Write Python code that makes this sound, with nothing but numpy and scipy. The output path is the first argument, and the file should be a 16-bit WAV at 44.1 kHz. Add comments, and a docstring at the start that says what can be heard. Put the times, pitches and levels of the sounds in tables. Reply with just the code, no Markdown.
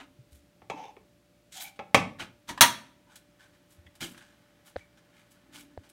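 """A table knife taps and scrapes a plate, rasps over toast and comes down with a bright clatter.
Impacts set the modes of plate and blade ringing; stick-slip friction and breaking crumbs make the rasp.
Soft bumps on the stone counter fall between the strokes, and two dry knocks come near the end.
A small, hard kitchen reverberates over a faint appliance hum."""
import sys
import numpy as np
from scipy import signal
from scipy.fft import rfft, irfft
from scipy.io import wavfile

SR = 44100
rng = np.random.default_rng(int(sys.argv[2]) if len(sys.argv) > 2 else 0)


def store_pcm(level_fs):
    """Save levels as 16-bit WAV."""
    pcm = np.round(np.clip(level_fs, -1, 1) * 32767).astype(np.int16)
    wavfile.write(sys.argv[1], SR, np.atleast_2d(pcm).T)


N = 261072
TIME = np.arange(N) / SR
STROKE_N = SR // 2  # samples allotted to one stroke of the blade

# blows on the plate: start_s, level_db, hardness_hz (a low-pass cut-off), ring_db, first_rebound_db
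PLATE_BLOWS = [(0.619, -54, 2020, 2, -4.5), (0.6998, -34, 11000, -1.5, -9), (0.967, -54.5, 3100, -3.5, -8),
               (1.792, -38.5, 4618, -9.5, -6), (1.7969, -38, 2193, 7.5, -17),
               (1.9458, -11.5, 30200, -8.5, -7)]
# blows that ring the knife: start_s, level_db, hardness_hz, ring_db, first_rebound_db
KNIFE_BLOWS = [(2.491, -36, 7580, -17, -7), (2.609, -7.5, 35840, -8.5, -5.5)]
# modes of the plate: pitch_hz, level_db, t60_s (before scaling by sustain)
PLATE_MODES = [(542, -6, .13), (595, -6, .16), (675, -8, .16), (771, -5, .13), (798, -3, .15),
               (850, -4, .13), (889, -5, .12), (1090, -9, .09), (1319, -8, .13), (1717, -17, .18),
               (2190, -12, .22), (2330, -12, .24), (2480, -13, .22), (2643, -8, .18), (2794, -13, .09),
               (3300, -12, .17), (3871, -19, .2), (6300, -13, .08)]
# spectrum of the plate rumbling on the counter: frequency_hz, density_db
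RUMBLE_SPECTRUM = [(40, -19), (85, -2.5), (245, -4), (295, -1.5), (360, -7), (440, -17), (560, -13.5),
                   (900, -26.5), (3000, -59.5)]


def plate_taps():
    """Impact excitation: the stiff plate rings in its modes and settles in three contacts."""
    # spectrum of the plate's crack: frequency_hz, density_db
    crack_spectrum = [(35, -34), (60, -10), (156, -3.5), (260, -10.5), (417, -9.5), (566, -3), (785, -8),
                      (946, -12), (1090, -3.5), (1470, -14.5), (2500, -4.5), (2970, -16), (3350, -11),
                      (3900, -18.5), (4860, -22), (6280, -20.5), (16000, -40.5)]
    out = np.zeros(N)
    for start, level_db, hardness_hz, ring_db, rebound_db in PLATE_BLOWS:
        low_hz = 120 / (1 + gain_of(level_db + 26))  # a light tap does not move the plate's bulk
        contacts = rebounds(start, level_db, hardness_hz, rebound_db, gap_s=0.0042, dulling=0.24, count=3)
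        for s, db, hard_hz in contacts:
            ringing = ring(PLATE_MODES, sustain=0.96)
            add(out, s, blow(db, hard_hz, ring_db, low_hz, ringing, crack_spectrum,
                             crack_t60=0.06, tick=9.7, ring_cut=0.52))
    return out


def knife_clacks():
    """Impact excitation: the springy knife bounces in six contacts; its higher modes die sooner."""
    # modes of the knife: pitch_hz, level_db
    knife_modes = [(912, -4), (945, 2), (961, 1), (1065, -4), (1376, -5), (1539, -4), (1707, -7),
                   (1794, -3), (1936, -3), (2157, -7), (2470, -5), (2885, -5), (3369, -6), (3953, -6),
                   (4391, -7), (4575, -6), (5750, -7), (6398, -4), (8930, -6), (9232, -5), (11400, -9),
                   (12692, -4)]
    # spectrum of the knife's crack: frequency_hz, density_db
    crack_spectrum = [(35, -52), (60, -26), (308, -19), (398, -27), (715, -17), (785, -23), (946, -3),
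                      (1110, -13.5), (1910, -11), (2190, -13.5), (4400, -14.5), (4970, -24.5),
                      (5860, -13.5), (7800, -22), (9200, -17.5), (10500, -22), (16000, -22)]
    t60_at_1khz_s, low_hz = 0.152, 88
    blade = [(hz, db, t60_at_1khz_s * (1000 / hz) ** 0.2) for hz, db in knife_modes]
    out = np.zeros(N)
    for start, level_db, hardness_hz, ring_db, rebound_db in KNIFE_BLOWS:
        contacts = rebounds(start, level_db, hardness_hz, rebound_db, gap_s=0.0057, dulling=0.56, count=6)
        for s, db, hard_hz in contacts:
            add(out, s, blow(db, hard_hz, ring_db, low_hz, ring(blade), crack_spectrum,
                             crack_t60=0.11, tick=6.5, ring_cut=0.59))
    return out


def rebounds(s, db, hard_hz, rebound_db, gap_s, dulling, count):
    """Inelastic bouncing: each contact (start_s, level_db, hardness_hz) is weaker and duller."""
    return [(s + k * gap_s, db + rebound_db * np.log2(1 + k), hard_hz * dulling ** k)
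            for k in range(count)]


def blow(db, hard_hz, ring_db, low_hz, ringing, crack_spectrum, crack_t60, tick, ring_cut):
    """Impulse response of one contact: a sharp tick, a dense dying crack and the object's ring."""
    decay = np.log(1000) * TIME[:len(ringing)] / crack_t60
    snap, body = rng.standard_normal((2, len(decay)))
    burst = snap * np.exp(-4 * decay) + soften(body * np.exp(-decay), cutoff_hz=49000, low_hz=60)
    burst[0] += tick
    crack = struck(shaped(burst, crack_spectrum))
    tone = gain_of(ring_db) * soften(ringing, ring_cut * hard_hz, low_hz)
    return gain_of(db) * struck(soften(crack + tone, hard_hz, low_hz))


def ring(modes, sustain=1):
    """Free vibration: a sum of exponentially damped modes; sustain scales every decay time."""
    t = TIME[:SR // 3]
    return struck(sum(rng.choice([-1, 1]) * gain_of(db - 60 * t / (t60 * sustain))
                      * np.sin(2 * np.pi * hz * t) for hz, db, t60 in modes))


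def plate_drag():
    """Frictional excitation: the edge slips over the glaze and keeps the plate's low modes ringing."""
    # envelope of the drag: time_s, relative_db
    envelope = [(0.74, -70), (0.746, -52.5), (0.804, -42.5), (0.91, -53.5), (0.93, -80)]
    # spectrum of steel on glaze: frequency_hz, density_db
    glaze_spectrum = [(100, -30), (250, -18), (430, 1.5), (640, -1.5), (820, 0), (960, 8), (1200, -18),
                      (1500, -15.5), (2650, -5), (3500, -15.5), (4500, -21), (6200, -14.5), (7400, -30),
                      (15000, -38)]
    slips = grit(N, slips_per_s=3000, spread_db=2.5, clump_db=1.5)
    driven_modes = signal.fftconvolve(slips, ring(PLATE_MODES, sustain=0.67))[:N]
    ringing = evened(soften(driven_modes, cutoff_hz=600, low_hz=742.4))
    rasp = evened(reflected(shaped(slips, glaze_spectrum)))
    return gain_of(-2.5) * follow(envelope) * evened(rasp + 0.56 * ringing)


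def scrapes():
    """Brittle fracture: firm strokes break crumbs and shift the plate. Returns rasp and rumble."""
    # firm strokes: start_s, rise_s, fall_s, level_db, tilt_db_per_octave, rumble_db
    strokes = [(0, 0.00032, 0.049, -48, -7, -65), (2.182, 0.025, 0.048, -38, -5, -47),
               (2.468, 0.032, 0.034, -42, -2, -41.5), (3.999, 0.02, 0.067, -37, 0.4, -41.5),
               (5.509, 0.052, 0.073, -50.5, 0.5, -58)]
    crust, low = np.zeros((2, N))
    for s, rise, fall, db, tilt, rumble_db in strokes:
        force = press(rise, fall)
        crumbs = grit(STROKE_N, slips_per_s=7000, spread_db=2.2, clump_db=1)
        rasp = crust_rasp(crumbs, tilt, peak_hz=3420, lift_db=0.5)
        pops = 0.45 * crumbling(count=110, centre_hz=2400, swell_s=0.0008)
        rumble = evened(shaped(rng.standard_normal(STROKE_N), RUMBLE_SPECTRUM))
        add(crust, s, gain_of(db) * force * (rasp + pops))
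        add(low, s + 0.0093, gain_of(rumble_db) * force * rumble)  # the heavy plate follows late
    return crust, low


def crumbling(count, centre_hz, swell_s):
    """Acoustic emission: larger crumbs break at random, each with a damped pop of its own pitch."""
    out = np.zeros(STROKE_N)
    for place, pitch, size in rng.random((count, 3)):
        add(out, place / 2, size ** 2 * thud(centre_hz * 2 ** (pitch - 0.5), swell_s))
    return evened(out)


def swipe():
    """Sliding friction: the flat of the blade crosses the crust and hisses brightest in mid-stroke."""
    # envelopes of the swipe: time_s, rasp_relative_db, hiss_relative_db
    envelopes = [(1.5, -100, -95.5), (1.526, -48.5, -68), (1.573, -42, -59), (1.596, -50.5, -60),
                 (1.609, -37.5, -41.5), (1.638, -47, -40.5), (1.686, -52, -62.5), (1.73, -78, -78)]
    crumbs = grit(N, slips_per_s=18000, spread_db=3.0, clump_db=2.0)
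    rasp = crust_rasp(crumbs, tilt=2.0, peak_hz=7100, lift_db=3.0)
    rasp = evened(soften(rasp, cutoff_hz=12000, low_hz=1583)) * follow(envelopes, column=1)
    hiss = crust_rasp(crumbs, tilt=6.6, peak_hz=13780, lift_db=2.5)
    hiss = evened(soften(hiss, cutoff_hz=14000, low_hz=8660)) * follow(envelopes, column=2)
    return gain_of(-1.5) * rasp + gain_of(-4.0) * hiss


def smears():
    """Light friction through the spread: one resonance makes each stroke soft and hollow."""
    # light strokes: start_s, length_s, level_db, resonance_hz
    strokes = [(3.069, 0.15, -61, 1560), (3.379, 0.12, -58, 1670), (3.522, .06, -65.5, 1930),
               (4.07, 0.36, -60, 1612), (4.64, 0.1, -60, 1242), (4.756, 0.075, -58, 2060),
               (4.964, 0.044, -62.5, 1610), (5.111, 0.18, -64, 2150), (5.825, 0.062, -61, 671)]
    out = np.zeros(N)
    for s, length, db, peak_hz in strokes:
        crumbs = grit(STROKE_N, slips_per_s=5000, spread_db=1.5, clump_db=2)
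        rasp = crust_rasp(crumbs, tilt=-2.0, peak_hz=peak_hz, lift_db=8.0)
        add(out, s, gain_of(db) * stroke(length) * rasp)
    return out


def peels():
    """Adhesion gives way: the blade peels off the spread with a thin crackle."""
    # sticky crackles: start_s, length_s, level_db
    crackles = [(0.301, 0.11, -63), (3.149, 0.049, -58.5), (3.678, 0.11, -63.5), (4.031, 0.16, -57),
                (4.644, 0.076, -58), (5.3, 0.065, -61.5), (5.58, 0.074, -59), (5.888, 0.028, -56)]
    out = np.zeros(N)
    for s, length, db in crackles:
        snaps = grit(STROKE_N, slips_per_s=3500, spread_db=2.5, clump_db=2)
        crackle = crust_rasp(snaps, tilt=4.4, peak_hz=11400, lift_db=3.5)
        add(out, s, gain_of(db) * stroke(length, rise_share=0.29) * crackle)
    return out


def crumb_snaps():
    """Sudden fracture: a crumb gives way in a tiny burst that decays exponentially."""
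    # crumbs under the edge: start_s, level_db, tilt_db_per_octave
    snaps = [(1.76, -61, -2.5), (3.157, -47, 2.5), (3.953, -55, 2), (4.177, -51.5, -1)]
    out, t, decay_s = np.zeros(N), TIME[:SR // 8], 0.012
    for s, db, tilt in snaps:
        burst = crust_rasp(rng.standard_normal(len(t)), tilt, peak_hz=9080, lift_db=2)
        add(out, s, gain_of(db) * burst * np.exp(-t / decay_s))
    return out


def blade_song():
    """Stick-slip: the blade sings briefly as its uneven slips feed one narrow resonance."""
    # sung notes: start_s, length_s, level_db, pitch_hz
    notes = [(0.698, 0.063, -42.5, 925), (0.739, 0.16, -46.5, 820), (0.829, 0.07, -60, 3545),
             (1.531, 0.2, -50.5, 794.5), (1.539, 0.12, -53, 3360), (1.595, 0.038, -49.5, 3930),
             (1.63, .085, -49, 2323), (3.057, 0.097, -62, 955), (3.423, 0.068, -62, 1544),
             (4.792, 0.08, -63, 2295)]
    out = np.zeros(N)
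    for s, length, db, hz in notes:
        add(out, s, gain_of(db) * stroke(length) * resonant_noise(hz, half_width_hz=70))
    return out


def catches():
    """Stick-slip: the blade sticks and lets go, and the burst excites a hollow pair of resonances."""
    # sticky catches: start_s, level_db, pitch_hz
    releases = [(2.575, -39, 1076), (3.863, -59.5, 2006), (4.143, -57, 1620), (4.176, -60.5, 1625),
                (4.208, -58, 1620)]
    out, ratios = np.zeros(N), (1, 1.7)
    for s, db, hz in releases:
        slips = rng.standard_normal(STROKE_N) * press(rise=0.0026, fall=0.015)
        hollow = colour(slips, lambda f: 20 * np.log10(
            sum(resonance(f, k * hz, half_width_hz=178) / k for k in ratios)))
        rasp = crust_rasp(slips, tilt=-4.0, peak_hz=2770, lift_db=7.0)
        add(out, s, gain_of(db) * (struck(hollow) + 0.58 * struck(rasp)))
    return out


def spreading_rub():
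    """Steady friction: the blade keeps working faintly in the spread between strokes."""
    # envelope of the rub: time_s, level_db
    envelope = [(2.9, -79.5), (3.15, -77), (4.4, -72.5), (5.92, -71)]
    crumbs = grit(N, slips_per_s=2800, spread_db=1.5, clump_db=0.5)
    return follow(envelope) * crust_rasp(crumbs, tilt=-6.5, peak_hz=1850, lift_db=5.5)


def grit(size, slips_per_s, spread_db, clump_db):
    """Friction as a random impulse train: tiny slips of uneven size that come in clumps."""
    slips = rng.standard_normal(size) * (rng.random(size) < slips_per_s / SR)
    size_db = spread_db * np.minimum(rng.exponential(1, size), 4)
    return slips * gain_of(size_db + clump_db * drift(size, rate_hz=190))


def crust_rasp(crumbs, tilt, peak_hz, lift_db):
    """Source and filter: the crust's spectrum, tilted in dB per octave, with a contact resonance."""
    # spectrum of breaking crust: frequency_hz, density_db
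    crust_spectrum = [(200, -20.5), (450, -16), (700, -6), (1300, -0.5), (2200, -2.5), (3400, 0),
                      (5000, -6), (8500, -7), (12000, -13), (16000, -18)]
    return evened(colour(crumbs, lambda f: read(crust_spectrum, f) + tilt * np.log2((f + 600) / 4000)
                         + lift_db * resonance(f, peak_hz, peak_hz / 9)))


def knocks():
    """Direct sound, too near to excite the room: a dull tick, a hollow tock and a low push."""
    # dry knocks: start_s, level_db, pitch_hz, swell_s, tick_db, push_db
    hits = [(4.7596, -27, 567, 0.001, -14.5, -19), (4.7635, -23.5, 576, 0.0011, -4.5, -16.5),
            (5.7759, -29, 603, 0.00069, -12.5, -11.5)]
    out = np.zeros(N)
    tick = thud(hz=1606, swell_s=0.00042) + 0.5 * thud(hz=4015, swell_s=0.00018)
    push = thud(hz=89.1, swell_s=0.0064)
    for s, db, hz, swell_s, tick_db, push_db in hits:
        knock = thud(hz, swell_s) + gain_of(tick_db) * tick + gain_of(push_db) * push
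        add(out, s, gain_of(db) * knock)
    return signal.sosfilt(signal.butter(6, 4900, fs=SR, output="sos"), out)


def bumps():
    """Damped vibration: the counter answers each push with a thud, each blow with its own modes."""
    # hands and plate bumping the counter: start_s, level_db, pitch_hz
    pushes = [(0.188, -46, 127), (.321, -50, 73), (0.7, -32.5, 443), (.97, -44.5, 415), (3.783, -49.5, 86),
              (3.856, -52.5, 89.5), (4.007, -44, 122)]
    # modes of the counter: pitch_hz, relative_db, swell_s
    counter_modes = [(87.5, -26, 0.017), (122, -14.5, 0.005), (173, -20.5, 0.0049)]
    out, swell_cycles = np.zeros(N), 0.95
    for s, db, hz in pushes:
        add(out, s, gain_of(db) * thud(hz, swell_cycles / hz))
    thump = sum(gain_of(db) * thud(hz, swell_s) for hz, db, swell_s in counter_modes)
    for s, db, *_ in PLATE_BLOWS:
        add(out, s, gain_of(db - 2) * thump)
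    for s, db, *_ in KNIFE_BLOWS:
        add(out, s, gain_of(db - 9) * thump)  # the knife is lighter
    return out


def shudder(taps, clacks):
    """Structure-borne sound: blows shake the counter, the heavy plate more than the knife."""
    return soften(shaped(taps + 0.63 * clacks, RUMBLE_SPECTRUM), cutoff_hz=240, low_hz=100)


def groan():
    """Stick-slip: the plate's foot rubs on the stone and drives one low resonance."""
    # shifts of the plate: start_s, length_s, level_db
    shifts = [(0, 0.056, -52), (0.732, 0.049, -48), (5.357, 0.591, -58.5)]
    out, pitch_hz = np.zeros(N), 282.4
    for s, length, db in shifts:
        add(out, s, gain_of(db) * stroke(length) * resonant_noise(pitch_hz, pitch_hz / 11.5))
    return out


def reflected(x):
    """Comb filtering: early reflections interfere with the direct sound."""
    # reflections off counter, tiles and cupboards: delay_s, gain
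    echoes = [(.0013, 0.2), (.0031, -0.22), (.0047, .25), (.0078, .2)]
    out = x.copy()
    for delay, gain in echoes:
        add(out, delay, gain * x)
    return out / np.sqrt(1 + sum(gain ** 2 for _, gain in echoes))


def kitchen(x, wet_db, build_s, late_db=-22):
    """Reverberation: dense reflections build up and die, the treble first; a faint tail lingers."""
    # reverberation time of the room: frequency_hz, t60_s
    room_t60 = [(80, .42), (250, .4), (800, .3), (2500, .28), (6000, .24), (10000, .22), (16000, .17)]
    hz, t, noise = signal.stft(rng.standard_normal(SR * 3 // 4), SR, nperseg=256)
    decay = np.log(1000) * t / read(room_t60, hz)[:, None]
    late = gain_of(late_db) * np.exp(-decay / 1.9)  # the far end of the kitchen rings longer
    tail = signal.istft(noise * (np.exp(-decay) + late), SR, nperseg=256)[1]
    tail *= 1 - np.exp(-(TIME[:len(tail)] / build_s) ** 2)
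    return x + gain_of(wet_db) * signal.fftconvolve(x, tail / np.linalg.norm(tail))[:N]


def room_air():
    """Ambient noise: broadband, strongest in the bass, slowly wavering in level."""
    # spectrum of the air: frequency_hz, density_db
    air_spectrum = [(18, -46), (49, -6.5), (140, -5.5), (180, -3), (263, -6.5), (293, -1.5), (384, -14),
                    (575, -12.5), (911, -20), (1480, -19.5), (2840, -21), (16000, -33.5)]
    air = evened(shaped(rng.standard_normal(N), air_spectrum))
    return gain_of(-66 + 0.25 * drift(N, rate_hz=1.4)) * air


def appliance_hum():
    """Line spectrum of a motor: each partial wavers slightly in level and phase."""
    # partials of the motor: pitch_hz, rms_db
    partials = [(59, -79.5), (118, -77.5), (177, -75.5), (294, -81.5), (352, -80), (587, -72)]
    out = np.zeros(N)
    for hz, db in partials:
        amplitude = np.sqrt(2) * gain_of(db + 0.39 * drift(N, rate_hz=3))
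        out += amplitude * np.sin(2 * np.pi * hz * TIME + 0.51 * drift(N, rate_hz=4))
    return out


def thud(hz, swell_s):
    """Heavily damped oscillation that peaks at swell_s and dies."""
    t = TIME[:SR // 3]
    return t / swell_s * np.exp(1 - t / swell_s) * np.sin(2 * np.pi * hz * t)


def resonance(f, hz, half_width_hz):
    """Lorentzian peak of height 1 at hz."""
    return 1 / (1 + ((f - hz) / half_width_hz) ** 2)


def resonant_noise(hz, half_width_hz):
    """A randomly driven resonance gives a rough tone, here of rms 1."""
    slips = rng.standard_normal(STROKE_N)
    return evened(colour(slips, lambda f: 20 * np.log10(resonance(f, hz, half_width_hz))))


def press(rise, fall):
    """Force envelope, times in seconds: the hand presses in, then eases off."""
    t = TIME[:STROKE_N]
    pressing = np.sin(np.pi / 2 * t / rise) ** 2
    easing = np.exp(-2 * (abs(t - rise) / fall) ** 1.3)
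    return np.where(t < rise, pressing, easing)


def stroke(length_s, rise_share=0.34):
    """Force envelope that spends a share of its length pressing in."""
    return press(rise_share * length_s, (1 - rise_share) * length_s)


def follow(curve, column=1):
    """Amplitude envelope from one dB column of a curve; silent outside it."""
    columns = np.transpose(curve)
    return gain_of(np.interp(TIME, columns[0], columns[column], left=-200, right=-200))


def drift(size, rate_hz):
    """Low-passed noise: a random wander of rms 1."""
    step, knots = 32, 8192
    f = np.fft.rfftfreq(knots, step / SR)
    wander = irfft(rfft(rng.standard_normal(knots)) / (1 + (f / rate_hz) ** 2) ** 2)
    return evened(np.interp(np.arange(size) / step, np.arange(knots), wander))


def soften(x, cutoff_hz, low_hz):
    """Contact as a band-pass: a longer one excites less treble, a lighter one less bass."""
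    return colour(x, lambda f: -10 * np.log10((1 + (f / cutoff_hz) ** 4) * (1 + (low_hz / (f + 1)) ** 4)))


def colour(x, gain_db, size=4096):
    """Minimum-phase filter with the gain curve gain_db(frequency_hz)."""
    hz = abs(np.fft.fftfreq(size, 1 / SR))
    log_gain = np.log(gain_of(np.maximum(gain_db(hz), -100)))
    taps = np.fft.ifft(np.exp(np.conj(signal.hilbert(log_gain)))).real
    return signal.fftconvolve(x, taps[:size // 2])[:len(x)]


def shaped(x, spectrum):
    """Filtering by a tabulated spectrum."""
    return colour(x, lambda f: read(spectrum, f))


def read(points, hz):
    """Interpolation of a table on a log-frequency axis."""
    f, value = np.transpose(points)
    return np.interp(np.log(hz + 1), np.log(f + 1), value)


def gain_of(db):
    """Decibels to amplitude."""
    return 10 ** (np.asarray(db) / 20)


def evened(x):
    """Normalisation to rms 1."""
    return x / np.sqrt(np.mean(x ** 2) + 1e-20)


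def struck(x):
    """Normalisation of a blow to rms 1 over its first 10 ms."""
    return x / np.sqrt(np.mean(x[:SR // 100] ** 2) + 1e-20)


def add(mix, s, sound):
    """Superposition of a sound on the mix at s seconds."""
    part = mix[max(round(s * SR), 0):][:len(sound)]
    part += sound[:len(part)]


def scene():
    """Superposition of plate, knife, toast and counter in the room, one channel."""
    taps, clacks = plate_taps(), knife_clacks()
    crust, rumble = scrapes()
    crust += smears() + peels()
    plate = kitchen(taps + plate_drag(), wet_db=-11.0, build_s=0.011, late_db=-24)
    knife = kitchen(clacks, wet_db=-10.0, build_s=0.0012, late_db=-13.0)
    rasps = reflected(crust + swipe() + crumb_snaps() + spreading_rub())
    toast = kitchen(rasps + blade_song() + catches(), wet_db=-10.0, build_s=0.0005)
    counter = gain_of(-9.5) * kitchen(shudder(taps, clacks), wet_db=4.5, build_s=0.033)
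    counter += kitchen(bumps(), wet_db=-11.5, build_s=0.01)
    counter += kitchen(rumble + groan(), wet_db=-10.5, build_s=0.03)
    return (plate + knife + toast + counter + knocks() + room_air() + appliance_hum())[None]


def record(dry):
    """Soft saturation rounds the loudest peaks at full scale; a low-pass then limits the band."""
    edge_hz = 15900
    rounded = dry / (1 + dry ** 6) ** (1 / 6)
    low_pass = signal.firwin(511, edge_hz, window=("kaiser", 9), fs=SR)
    return signal.oaconvolve(rounded, low_pass[None], "same")


dry = scene()
out = record(dry)
store_pcm(out)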